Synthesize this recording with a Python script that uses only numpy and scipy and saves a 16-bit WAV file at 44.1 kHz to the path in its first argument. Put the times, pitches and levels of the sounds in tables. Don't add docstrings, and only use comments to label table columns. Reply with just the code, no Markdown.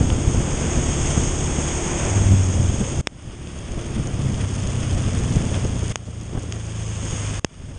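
import sys
import numpy as np
from scipy import signal
from scipy.fft import rfft, irfft
from scipy.io import wavfile
from scipy.ndimage import uniform_filter1d

SR = 44100
rng = np.random.default_rng(int(sys.argv[2]) if len(sys.argv) > 2 else 0)


def digitize_waveform(pressure):
    field = np.atleast_2d(pressure).T
    bounded = np.clip(field, -1, 1)
    quanta = np.round(bounded * 32767).astype(np.int16)
    wavfile.write(sys.argv[1], SR, quanta)


N = 343098
TIME = np.arange(N) / SR

# [t/s, four-stroke cycle rate f/Hz, throttle 0-1, level/dB]
ENGINE_RIDE = [(0, 32.2, 0.74, 3), (.5, 36.3, 0.88, 0.5), (1, 35.3, 0.8, 1.5), (2.1, 38.8, 1, -1),
               (2.35, 38.8, 0.63, -5.5), (2.7, 32.2, 0.8, -2), (3.5, 35.7, 0.88, -4), (3.95, 34, 0.9, 1.5),
               (4.25, 33.9, 0, -1), (5, 31.3, 0, -0.5), (6, 28.7, 0, -0.5), (7, 26.8, 0.07, -1),
               (7.78, 23.2, 0.08, -2.5)]
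# [level pulling/dB, level coasting/dB]
EXHAUST_HARMONICS = [(-33, -54), (-28.5, -34), (-40, -30), (-33.5, -28.5), (-40.5, -42), (-51, -35),
                     (-41.5, -39), (-45, -42.5), (-40.5, -51), (-40, -54.5), (-49.5, -64.5), (-45.5, -52.5)]
# [t/s, f/Hz, level/dB]
BOOM_GLIDE = [(2.0, 100.6, -42), (2.1, 98.5, -24.5), (2.2, 100.3, -16.5), (2.32, 96.9, -14.5),
              (2.42, 93.9, -17.5), (2.57, 89.7, -22.5), (2.66, 87.65, -17), (2.8, 85.5, -47)]
# [t/s, peak level/dB, air push re crack, splatter re crack, brightness f/Hz]
PORT_DROPS = [(0.1024, -10, .5, 0.088, 1000), (3.0724, 18, 0.29, .15, 5000), (3.473, -18, .05, .15, 8000),
              (3.848, -32, .1, .2, 6000), (4.344, -20, 0.044, .2, 7010), (4.896, -23, .05, .2, 8100),
              (5.064, -22, .05, .15, 5984), (5.544, -19.5, .1, .3, 5000), (5.958, 10, .4, 0.053, 11000),
              (6.5241, -6, 0.1597, .01, 14000), (7.4472, 24, 0.5, 0.29, 4300)]
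# [t/s, level/dB]
HEADWIND = [(0, 1.5), (.8, 0.5), (1.25, 0.5), (1.75, -2), (2.15, 1), (3.05, 0), (3.5, -3), (3.8, 1),
            (4.25, 3), (4.8, -1.5), (4.95, 4), (5.55, 2.5), (5.85, -7.5), (6.4, -1), (6.7, -9.5),
            (7.78, -1)]
# [t/s, half-length/s, rise level/dB]
WIND_GUSTS = [(0.01, 0.006, 13.5), (.279, 0.021, 9.5), (.786, 0.01, 10.5), (1.177, 0.008, 12),
              (1.292, 0.032, 0), (1.588, .01, 9), (2.697, 0.026, 5), (2.814, .012, 11), (2.993, 0.017, 8.5),
              (3.715, 0.026, 7), (3.777, 0.012, 11), (4.956, 0.023, 1.5), (5.146, 0.011, 5),
              (5.307, 0.0077, 4), (5.407, 0.0081, 6), (5.576, 0.016, 7), (5.65, 0.014, 8.5),
              (6.087, 0.015, 8.5), (6.335, 0.0072, 9), (6.352, .008, 11.5), (6.378, 0.013, 14.5),
              (6.44, 0.0066, 5), (7.126, 0.023, 11), (7.601, 0.021, 6)]
# [t/s when closest, spray level/dB, tread roar level/dB, lane distance over closing speed/s]
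ONCOMING = [(.68, -34.5, -34.5, .2), (1.15, -29.5, -34.5, 0.18), (1.65, -33, -36.5, 0.14),
            (2.05, -31, -30.5, 0.24), (7.13, -33, -47, 0.17)]
# [t/s, patter on housing level/dB, direct shell hits level/dB, own tyre spray level/dB]
WETNESS = [(0, -40, -60.5, -37), (2.3, -42, -47, -37.5), (2.9, -41, -60, -36), (3.2, -36.5, -47, -52),
           (3.8, -35.5, -46.5, -48), (4.3, -37.5, -43, -42), (4.8, -36.5, -39.5, -40.5),
           (5.55, -36.5, -42, -40.5), (5.7, -39, -43, -43), (6.9, -38.5, -46.5, -47),
           (7.5, -33, -54, -45.5), (7.78, -39, -46, -59)]
# [t/s, rise level/dB]
WATER_SPLASHES = [(1.687, 8), (2.844, 7.5), (3.953, 5), (4.415, 6), (5.547, 4), (5.912, 6)]

# [f/Hz, level/dB]
HOUSING_COLOUR = [(1400, -3), (2500, 4), (3350, 9.5), (3650, 3), (3950, -7), (4400, -3.5), (5100, 5),
                  (5900, 2), (6250, 6.5), (6500, 14.5), (6850, 5), (7600, -2), (9100, -2.5), (9800, -24)]
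# [f/Hz, level/dB per Hz]
RUMBLE_SPECTRUM = [(10, -11), (22, -5.5), (32, -5), (42, -5.5), (70, -2.5), (110, -3.5), (170, -8),
                   (240, -12.5), (400, -28), (900, -66.5)]
# [f/Hz, level/dB per Hz]
RUSH_SPECTRUM = [(90, -26), (260, 1.5), (400, -2.5), (600, -5), (1000, -17), (1600, -21), (3000, -44),
                 (8000, -66)]
# [f/Hz, level/dB per Hz]
SPRAY_SPECTRUM = [(300, -10.5), (600, 4), (1100, 2.5), (1700, -5), (3300, -7), (5000, -8), (6500, -0.5),
                  (8500, 5), (9800, -8.5)]
# [f/Hz, level/dB per Hz]
ROAR_SPECTRUM = [(150, -7), (400, 2), (800, -1), (1400, -6.5), (2500, -7), (5000, -44)]
# [f/Hz, level/dB per Hz]
SHELL_SPECTRUM = [(800, -7), (3000, -9), (4100, -5), (5200, -3.5), (6500, 7.5), (7500, 1), (9700, -5.5)]
# [f/Hz, level/dB per Hz]
PATTER_SPECTRUM = [(200, -3.5), (700, 0), (1150, 6.5), (1600, 2), (3300, -6.5), (5000, -7), (7000, -14),
                   (9500, 3.5)]

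EDDY_S = 0.011
EDGE_HZ = 9950
CEILING, RECOVERY_S = .68, 1.23
BLOCK_S, BLOCK_LEAD_S = .032, .0275


def gain_of(db):
    return 10 ** (np.asarray(db) / 20)


def evened(x):
    return x / np.sqrt(np.mean(x ** 2) + 1e-20)


def curves(rows):
    s, *columns = np.transpose(rows)
    return [np.interp(TIME, s, column) for column in columns]


def colour(x, points, order=8192):
    hz, db = np.transpose(points)
    at_hz = np.abs(np.fft.fftfreq(order, 1 / SR))
    log_gain = np.log(gain_of(np.interp(np.log(at_hz + 1), np.log(hz), db)))
    response = np.exp(np.conj(signal.hilbert(log_gain)))
    taps = np.fft.ifft(response).real[:order // 2]
    return signal.oaconvolve(x, taps)[:len(x)]


def drift(rate_hz):
    hz = np.fft.rfftfreq(N // 64, 64 / SR)
    spectrum = rfft(rng.standard_normal(N // 64)) / np.sqrt(1 + (hz / rate_hz) ** 4)
    slow = irfft(spectrum)
    return evened(np.interp(TIME, np.linspace(0, TIME[-1], len(slow)), slow))


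def ticks(per_s, spread_db):
    sizes = gain_of(spread_db * np.minimum(rng.exponential(1, N), 6))
    signed = sizes * rng.choice([-1, 1], N)
    return evened(signed * (rng.random(N) < per_s / SR))


def nearness(s, near_s):
    return 1 / (1 + ((TIME - s) / near_s) ** 2)


def engine(buzz_db=-50, buzz_fall_db=-9, pipe_hz=101, pipe_width_hz=10, pipe_db=7,
           intake_hz=345, intake_width_hz=16, intake_db=6, count=44):
    wobble, uneven_db, waver, smear = .0015, .8, .12, .35
    hz, throttle, level_db = curves(ENGINE_RIDE)
    throttle = np.clip(throttle, 0, 1)
    angle = 2 * np.pi * np.cumsum(hz * (1 + wobble * drift(4.25))) / SR
    tone = np.zeros(N)
    for k, (pull_db, coast_db) in enumerate(EXHAUST_HARMONICS, 1):
        honk_db = throttle * intake_db / (1 + ((k * hz - intake_hz) / intake_width_hz) ** 2)
        drone_db = pipe_db / (1 + ((k * hz - pipe_hz) / pipe_width_hz) ** 2)
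        pulling = throttle * gain_of(pull_db + honk_db)
        coasting = (1 - throttle) * gain_of(coast_db + drone_db)
        size = (pulling + coasting) * (1 + waver * drift(1.9))
        tone += size * np.cos(k * angle - smear * k ** 2)
    top = len(EXHAUST_HARMONICS)
    for k in range(top + 1, count):
        size = gain_of(buzz_db + buzz_fall_db * np.log2(k / top))
        tone += size * np.cos(k * angle + 2 * np.pi * rng.random())
    return np.sqrt(2) * tone * gain_of(level_db + uneven_db * drift(9))


def boom(second_db=-16, third_db=-20.0, waver_db=1.5):
    hz, level_db = curves(BOOM_GLIDE)
    angle = 2 * np.pi * np.cumsum(hz) / SR
    tone = np.sin(angle)
    tone += gain_of(second_db) * np.sin(2 * angle)
    tone += gain_of(third_db) * np.sin(3 * angle)
    sounding = (TIME > BOOM_GLIDE[0][0]) & (TIME < BOOM_GLIDE[-1][0])
    return np.sqrt(2) * tone * sounding * gain_of(level_db + waver_db * drift(13))


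def big_drops(undershoot_hz=65, splatter_s=0.00072, push_s=0.00011, splatter_push_s=0.0018,
              damping_db=23, overload=0.75, size=2048):
    out, t = np.zeros(N), (np.arange(size) - size // 8) / SR
    edge = signal.firwin(63, EDGE_HZ, fs=SR)
    undershoot = signal.butter(2, undershoot_hz, "highpass", fs=SR)
    for s, peak_db, push, splatter, bright_hz in PORT_DROPS:
        splash = rng.standard_normal(size) * np.exp(-(t / splatter_s) ** 2)
        crack = (t == 0) + splatter * splash
        softness = signal.butter(1, min(bright_hz, SR / 2 - 1), fs=SR)
        crack = signal.lfilter(*softness, crack)
        ringing = 1 / (1 + gain_of(peak_db - damping_db))
        ring = colour(crack, [(hz, db * ringing) for hz, db in HOUSING_COLOUR])
        air_push = push * np.exp(-(t / (push_s + splatter * splatter_push_s)) ** 2)
        blow = ring / abs(ring).max() + air_push
        blow = np.convolve(np.tanh(overload * blow), edge, "same")
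        blow = signal.lfilter(*undershoot, blow)
        start = round(s * SR) - size // 8
        out[start:start + size] += gain_of(peak_db) * blow / abs(blow).max()
    return out


def wind(rumble_db=-25, rush_db=-34, rush_follows=0.44, rumble_flutter_db=2.5, rush_flutter_db=2.24,
         swell_db=2.54, gust_thump=1.0, gust_rush=1.35, swing_db=-16, swing_share=0.17):
    strength_db, = curves(HEADWIND)
    eddies = drift(39)
    thump_db = rumble_db + strength_db + swell_db * drift(6.5)
    whoosh_db = rush_db + rush_follows * strength_db
    swings = np.zeros(N)
    for s, half_s, rise_db in WIND_GUSTS:
        gust_db = rise_db * np.exp(-((TIME - s) / half_s) ** 2)
        large = half_s / (half_s + EDDY_S)
        thump_db = thump_db + gust_thump * large * gust_db
        whoosh_db = whoosh_db + gust_rush * (1 - large) * gust_db
        core = (TIME - s) / (swing_share * half_s)
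        swings -= large * gain_of(swing_db + rise_db) * 2 * core * np.exp(-core ** 2)
    rumble = colour(rng.standard_normal(N), RUMBLE_SPECTRUM)
    rumble = evened(rumble * gain_of(rumble_flutter_db * eddies))
    rush = colour(rng.standard_normal(N), RUSH_SPECTRUM)
    rush = evened(rush * gain_of(rush_flutter_db * eddies))
    return rumble * gain_of(thump_db) + rush * gain_of(whoosh_db) + swings * gain_of(strength_db)


def tyres(flutter_db=0.8, droplets_per_s=700, spread_db=0.0, droplets=0.49):
    _, _, own_db = curves(WETNESS)
    power = gain_of(own_db) ** 2
    for s, spray_db, _, near_s in ONCOMING:
        power = power + gain_of(spray_db) ** 2 * nearness(s, near_s)
    spray = rng.standard_normal(N) + droplets * ticks(droplets_per_s, spread_db)
    spray *= gain_of(flutter_db * drift(41))
    hiss = colour(colour(spray, SPRAY_SPECTRUM), HOUSING_COLOUR)
    return evened(hiss) * np.sqrt(power)


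def tread_roar(ahead=0.94, behind=.6):
    power = np.zeros(N)
    for s, _, roar_db, near_s in ONCOMING:
        reach_s = near_s * np.where(TIME < s, ahead, behind)
        power += gain_of(roar_db) ** 2 * nearness(s, reach_s)
    return evened(colour(rng.standard_normal(N), ROAR_SPECTRUM)) * np.sqrt(power)


def spatter(splash_s=0.00084, per_s=130, spread_db=2.6):
    _, hits_db, _ = curves(WETNESS)
    decay = np.exp(-np.arange(64) / SR / splash_s)
    power = np.convolve(ticks(per_s, spread_db) ** 2, decay)[:N]
    bursts = rng.standard_normal(N) * np.sqrt(np.abs(power))
    return evened(colour(bursts, SHELL_SPECTRUM)) * gain_of(hits_db)


def rain(per_s=3500, spread_db=1.5, wash=0.7, flurry_db=1.0, splash_s=.011):
    patter_db, _, _ = curves(WETNESS)
    splash_db = sum(db * np.exp(-((TIME - s) / splash_s) ** 2) for s, db in WATER_SPLASHES)
    drops = ticks(per_s, spread_db) + wash * rng.standard_normal(N)
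    drops = drops * gain_of(flurry_db * drift(25))
    patter = colour(colour(drops, PATTER_SPECTRUM), HOUSING_COLOUR)
    return evened(patter) * gain_of(patter_db + splash_db)


def scene():
    ride = engine() + boom() + big_drops() + wind()
    road = tyres() + tread_roar() + spatter() + rain()
    mono = ride + road
    return np.array([mono, mono])


def limiter_gain(x):
    block = ((TIME + BLOCK_LEAD_S) / BLOCK_S).astype(int)
    starts = np.flatnonzero(np.diff(block, prepend=-1))
    peaks = np.maximum.reduceat(abs(x).max(0), starts)
    allowed = CEILING / np.maximum(peaks, np.append(peaks[1:], 0))
    gains = [1]
    for limit in allowed:
        recovered = gains[-1] + (1 - gains[-1]) * BLOCK_S / RECOVERY_S
        gains.append(min(limit, recovered))
    return uniform_filter1d(np.array(gains[1:])[block], size=48)


def record(dry):
    edge = signal.firwin(511, EDGE_HZ, window=("kaiser", 9), fs=SR)
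    return signal.oaconvolve(dry * limiter_gain(dry), edge[None], "same", axes=1)


dry = scene()
out = record(dry)
digitize_waveform(out)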